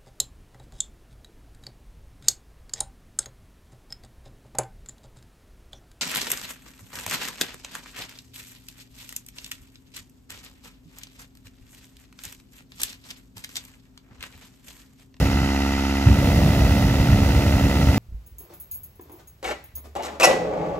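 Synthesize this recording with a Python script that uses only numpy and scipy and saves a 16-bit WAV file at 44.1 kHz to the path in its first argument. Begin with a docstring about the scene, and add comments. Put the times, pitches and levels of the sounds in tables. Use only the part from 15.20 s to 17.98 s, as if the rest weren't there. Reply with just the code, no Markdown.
"""A steady motor drone, then a dying burner that relights with a thump and roars: a hot air balloon being
inflated in an open field. The drone is a two-blade fan on a one-cylinder four-stroke engine: blade and exhaust
pulses, ringing metal and chopped air noise, all locked to the engine cycle. The propane burner is filtered noise
for roar and gas hiss, a valve tick and a short low tone. Two close microphone ports hear it from one side."""
import sys
import numpy as np
from scipy import signal
from scipy.fft import rfft, irfft, next_fast_len
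from scipy.io import wavfile

SR = 44100
rng = np.random.default_rng(int(sys.argv[2]) if len(sys.argv) > 2 else 0)


def store_wav(level_fs):
    """Save 16-bit WAV to argv[1]."""
    pcm = np.round(np.clip(np.atleast_2d(level_fs), -1, 1) * 32767)
    wavfile.write(sys.argv[1], SR, pcm.T.astype(np.int16))


N = 122598  # length in samples

FIRING_AT = .9  # share of the two-turn engine cycle at which the cylinder fires

# gas jet strength, shared by the hiss and the mid roar [t/s, level/dB]
GAS_JET = [(0, -42), (.2, -58), (.4, -71), (.8, -71), (.88, -49.5), (1.05, -42.5), (1.6, -43), (1.7, -45.5),
           (2.1, -44), (2.78, -44)]


def amp(db):
    """dB to gain."""
    return 10 ** (np.asarray(db) / 20)


def rms_one(x):
    """Scale to rms 1."""
    return x / np.sqrt(np.mean(x ** 2) + 1e-20)


def in_time(rows):
    """A (t/s, value) curve read at every sample."""
    return np.interp(np.arange(N) / SR, *np.transpose(rows))


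def at_hz(points, hz):
    """A (f/Hz, value) table read on a log frequency axis."""
    table_hz, values = np.transpose(points)
    return np.interp(np.log(hz + 1), np.log(table_hz + 1), values)


def noise_pair():
    """Two unrelated rows of white noise."""
    return rng.standard_normal((2, N))


def drift(corner_hz):
    """Random wander of spread 1: white noise through a two-pole lowpass, after a second of settling."""
    r = np.exp(-2 * np.pi * corner_hz / SR)
    wander = signal.lfilter([1], [1, -2 * r, r * r], rng.standard_normal(N + SR))
    return rms_one(wander[SR:])


def colour(x, spectrum):
    """Causal (minimum-phase) filter with the given dB spectrum; the result has rms 1."""
    size = next_fast_len(N + SR // 2)
    log_gain = np.log(amp(at_hz(spectrum, np.fft.rfftfreq(size, 1 / SR))))
    # folding the cepstrum onto positive time makes the filter causal
    cepstrum = irfft(log_gain, size)
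    cepstrum[1:size // 2] *= 2
    cepstrum[size // 2:] = 0
    response = np.exp(rfft(cepstrum))
    return rms_one(irfft(rfft(x, size) * response, size)[..., :N])


def pulses(turns, count):
    """One clean pulse per whole number of turns, built from count equal harmonics."""
    return sum(np.cos(2 * np.pi * k * turns) for k in range(1, count + 1))


def ports(sound, loose, lead_share=1):
    """The left port hears the sound first; the unrelated loose sound makes the sides differ."""
    # left over right port [f/Hz, level/dB]
    balance = [(60, -0.5), (80, -0.5), (110, -1.0), (140, -1.0), (190, -1.0), (260, -2.0), (340, -3.0),
               (460, 1.5), (610, -0.5), (820, -2.5), (1100, 0.5), (1470, -2.5), (1960, -1.5), (2620, -4.5),
               (3510, -3.0), (4690, -8.5), (6270, -8.0), (8390, -4.5), (11200, -4.5), (15000, 1.0)]
    # power share of unrelated sound [f/Hz, share]
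    unrelated = [(60, .0003), (500, .002), (1000, .06), (2500, .1), (5000, .18), (8000, .2), (12000, .3)]
    # how far the left port leads [f/Hz, phase/rad]
    left_lead = [(0, 0), (1120, 1.2), (1380, 0.5), (1640, 2.2), (1890, 0.9), (2500, 0.9), (2760, 1.4),
                 (3620, 1.9), (4820, 3.3), (5080, 4.8), (6980, 5.9), (8790, 8.5), (10200, 9.5),
                 (15200, 16.2)]
    hz = np.fft.rfftfreq(N, 1 / SR)
    side = np.array([[1], [-1]])  # left, right
    share = at_hz(unrelated, hz)
    mixed = np.sqrt(1 - share) * rfft(sound) + np.sqrt(share) * rfft(loose) * side
    gain = amp(side * at_hz(balance, hz) / 2)
    lead = lead_share * np.interp(hz, *np.transpose(left_lead))
    return irfft(mixed * gain * np.exp(.5j * side * lead), N)


def air_rush(chop, since_firing):
    """Air rushing through the blades: noise that swells with each blade pass and fades after each firing."""
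    # colour of the rush [f/Hz, level/dB per Hz]
    air_colour = [(180, -23), (300, -7.5), (400, -14), (532, -22), (750, -12.5), (913, -12), (1080, -22),
                  (1350, -7), (1700, -9.5), (2000, -12), (2350, -14), (2650, -16), (3100, -18.5),
                  (3450, -16), (3800, -14.5), (5010, -17), (6400, -20), (7300, -23.5), (8000, -27.5),
                  (9500, -28), (10500, -25), (12000, -25.5), (13300, -30), (14000, -33), (15500, -37)]
    level_db, chop_db, fade_db = -33.5, 2, 1.2  # the fade spans one engine cycle
    rush = amp(chop_db * chop - fade_db * since_firing) * noise_pair()
    return amp(level_db) * colour(rush, [(60, -7)] + list(air_colour))


def ringing_cage(cycle, chop, since_firing):
    """Metal of the fan cage and engine: resonances driven by contact knocks and blade-chopped noise."""
    # low, middle and high groups of ringing modes [f/Hz, width/Hz, level/dB]
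    modes = [
        [(1320, 400, -3)],
        [(760, 400, -5), (1940, 300, -2), (2055, 100, -3)],
        [(2620, 380, -2), (3100, 400, -10)],
    ]
    # metal contacts in each engine cycle [share of the cycle, low level/dB, middle level/dB, high level/dB]
    contacts = [(.005, -12, -14, -4), (.045, -4, -6, -14), (.135, -8, -6, -6), (.185, 0, -20, -14),
                (.24, -1, 0, 0), (.32, -5, -12, -8), (.39, -14, -8, -12), (.435, -2, -16, -14),
                (.485, -5, -2, -6), (.74, -2, -4, -10), (.77, -5, -12, -5), (.93, -2, -7, -8),
                (.98, -6, -1, -12)]
    level_db, knock_db, knock_spread_db = -33.5, 11, .5
    chop_db, rise_db = 10.5, 1  # the buzz rises over the cycle from one firing to the next

    knocks = 0
    for at, *group_db in contacts:
        strike = np.diff(np.floor(cycle - at), prepend=9) > 0  # one sample per engine cycle
        knocks = knocks + amp(group_db)[:, None, None] * strike
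    knocks = knocks * amp(knock_spread_db * noise_pair())
    buzz = amp(chop_db * chop + rise_db * since_firing) * noise_pair()
    drives = amp(knock_db) * rms_one(knocks) + buzz

    cage, sign = 0, 1
    for drive, group in zip(drives, modes):
        for hz, width_hz, mode_db in group:
            r = np.exp(-np.pi * width_hz / SR)
            section = [1, 0, -1, 1, -2 * r * np.cos(2 * np.pi * hz / SR), r * r]
            ringing = rms_one(signal.sosfilt([section, section], drive))
            cage = cage + sign * amp(mode_db) * ringing
            sign = -sign  # neighbouring modes in opposite polarity
    return amp(level_db) * rms_one(cage)


def exhaust(cycle):
    """Each firing sends one pressure pulse out of the exhaust, once per two-turn cycle."""
    # pulse colour [f/Hz, level/dB]
    pulse_colour = [(17, -44), (50, -2), (86, 12), (105, -5), (125, 1), (165, -2.5), (190, -12), (230, 5.5),
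                    (275, -12.5), (320, -2.5), (560, -38), (650, -14), (800, -31.5), (950, -9.5),
                    (1030, -17.5)]
    return amp(-34.5) * colour(pulses(cycle - FIRING_AT, count=60), pulse_colour)


def blade_tone(cycle, passes, blade_hz):
    """Each passing blade pushes a pressure pulse; scattered timing and the engine's surge bend the tone."""
    # strength of the blade harmonics [multiple of blade rate, level/dB]
    orders = [(1, -1), (2, -17), (3, -3.5), (4, -2.5), (5, -12.5), (6, -20), (7, -18.5), (8, -21.5),
              (9, -20), (10, -15), (11, -16.5), (12, -18.5), (13, -14), (14, -22), (15, -30), (16, -32),
              (17, -27)]
    level_db, waver_db, waver_hz = -22, .25, 6
    jitter, jitter_hz = .003, 25  # timing scatter as share of a blade pass
    surge, surge_at = .0088, .24  # each firing hurries the blades: share of a pass, share of the cycle
    tone_colour = [(26.0, -48.0)] + [(k * blade_hz, db) for k, db in orders]
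    hurry = surge * np.cos(2 * np.pi * (cycle - surge_at))
    timing = passes + hurry + jitter * drift(jitter_hz)
    level = amp(level_db + waver_db * drift(waver_hz))
    return -level * colour(pulses(timing, count=17), tone_colour)


def fan():
    """Engine speed sets the cycle, and four blade passes per cycle lock all the fan sounds together."""
    # engine speed [t/s, speed/rpm]
    speed = [(0.0, 2055.2), (0.31, 2070.3), (0.62, 2061.9), (0.93, 2071.1), (1.24, 2070.8), (1.54, 2065.4),
             (1.85, 2054.4), (2.16, 2060.4), (2.47, 2070.5), (2.78, 2069.6)]
    blade_at = .975  # first blade pass, as share of the engine cycle
    chop_late, chop_sharp = .011, 3.5  # delay as share of a blade pass; exponent narrowing the swell
    rpm = in_time(speed)
    cycle = np.cumsum(rpm / 120) / SR  # two turns per cycle
    since_firing = (cycle - FIRING_AT) % 1
    passes = 4 * (cycle - blade_at)
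    chop = (np.cos(np.pi * (passes - chop_late)) ** 2) ** chop_sharp
    noise, loose = ringing_cage(cycle, chop, since_firing) + air_rush(chop, since_firing)
    pulsed = blade_tone(cycle, passes, np.mean(rpm) / 30) + exhaust(cycle)
    return ports(pulsed + noise, loose)


def valve():
    """A faint bright tick as the gas valve opens: a decaying noise burst through a narrow band."""
    start_s, level_db, centre_hz, t60_s = .769, -29, 12500, .012
    t = np.arange(N) / SR - start_s
    burst = (t > 0) * amp(-60 * np.maximum(t, 0) / t60_s) * rng.standard_normal(N)
    band = signal.butter(2, [centre_hz * .85, centre_hz * 1.15], "band", fs=SR, output="sos")
    return amp(level_db) * signal.sosfilt(band, burst + 1e-18)


def gas_hiss():
    """Thin hiss of the gas jet: bright noise that follows the jet strength with a slight flutter."""
    # hiss colour [f/Hz, level/dB per Hz]
    hiss_colour = [(1500, -21), (3500, 15.5), (6000, -6), (9000, -0.5), (12000, 5.5), (14000, -8),
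                   (15500, -7)]
    flutter_db = .3 * drift(25)
    return amp(in_time(GAS_JET) + flutter_db) * colour(noise_pair(), hiss_colour)


def relight_thump():
    """The gas catches: a low tone that swells fast and dies away."""
    centre_s, level_db, hz, t60_s, rise_s = .872, 3, 105, .06, .005
    t = np.arange(N) / SR - centre_s
    before = np.exp(np.minimum(-t / rise_s, 99))
    after = amp(np.minimum(60 * t / t60_s, 400))
    swell = 1 / (before + after)  # one half at the centre
    return amp(level_db) * swell * np.cos(2 * np.pi * hz * t)


def flame_roar():
    """Fluttering low roar that grows with the flame, and a mid roar that follows the burning jet."""
    # size of the flame, as low roar level [t/s, level/dB]
    flame = [(0, -16.5), (.08, -22.5), (.2, -22), (.26, -22.5), (.31, -35), (.855, -78), (.885, -11.5),
             (.95, -17.5), (1.1, -16.5), (1.3, -16), (1.52, -19.5), (1.66, -15.5), (1.73, -19), (1.79, -17),
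             (1.86, -17.5), (1.95, -14), (2.03, -18.5), (2.22, -16.5), (2.32, -20.5), (2.44, -14),
             (2.52, -22), (2.58, -18), (2.78, -17.5)]
    # low roar colour [f/Hz, level/dB per Hz]
    roar_colour = [(12, -62), (25, -32), (40, -11), (55, -2), (75, 0), (110, -3), (160, -6), (240, -15),
                   (330, -21), (420, -28), (700, -34), (1100, -44), (3000, -56), (9000, -90)]
    # mid roar colour [f/Hz, level/dB per Hz]
    body_colour = [(200, -22), (330, -13), (420, -8.5), (550, -1), (700, -5.5), (900, -19.5), (1200, -28.5),
                   (3000, -30.5)]
    body_db = 11.5  # above the jet strength
    flutter_db = .7 * drift(13.3)
    low = amp(in_time(flame) + flutter_db) * colour(noise_pair(), roar_colour)
    mid = amp(in_time(GAS_JET) + body_db) * colour(noise_pair(), body_colour)
    return low + mid


def burner():
    """Roar and thump come from nearer the middle, so they lead less at the left than hiss and valve."""
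    roar, loose_roar = flame_roar()
    hiss, loose_hiss = gas_hiss()
    fire = ports(roar + relight_thump(), loose_roar, lead_share=.4)
    return fire + ports(hiss + valve(), loose_hiss)


def scene():
    """Fan and burner add up at the two ports."""
    return fan() + burner()


def record(dry):
    """A steep elliptic lowpass cuts the top."""
    lowpass = signal.ellip(16, .3, 90, 15730, fs=SR, output="sos")  # ripple dB, stopband dB, cutoff Hz
    return signal.sosfilt(lowpass, dry)


dry = scene()
out = record(dry)
store_wav(out)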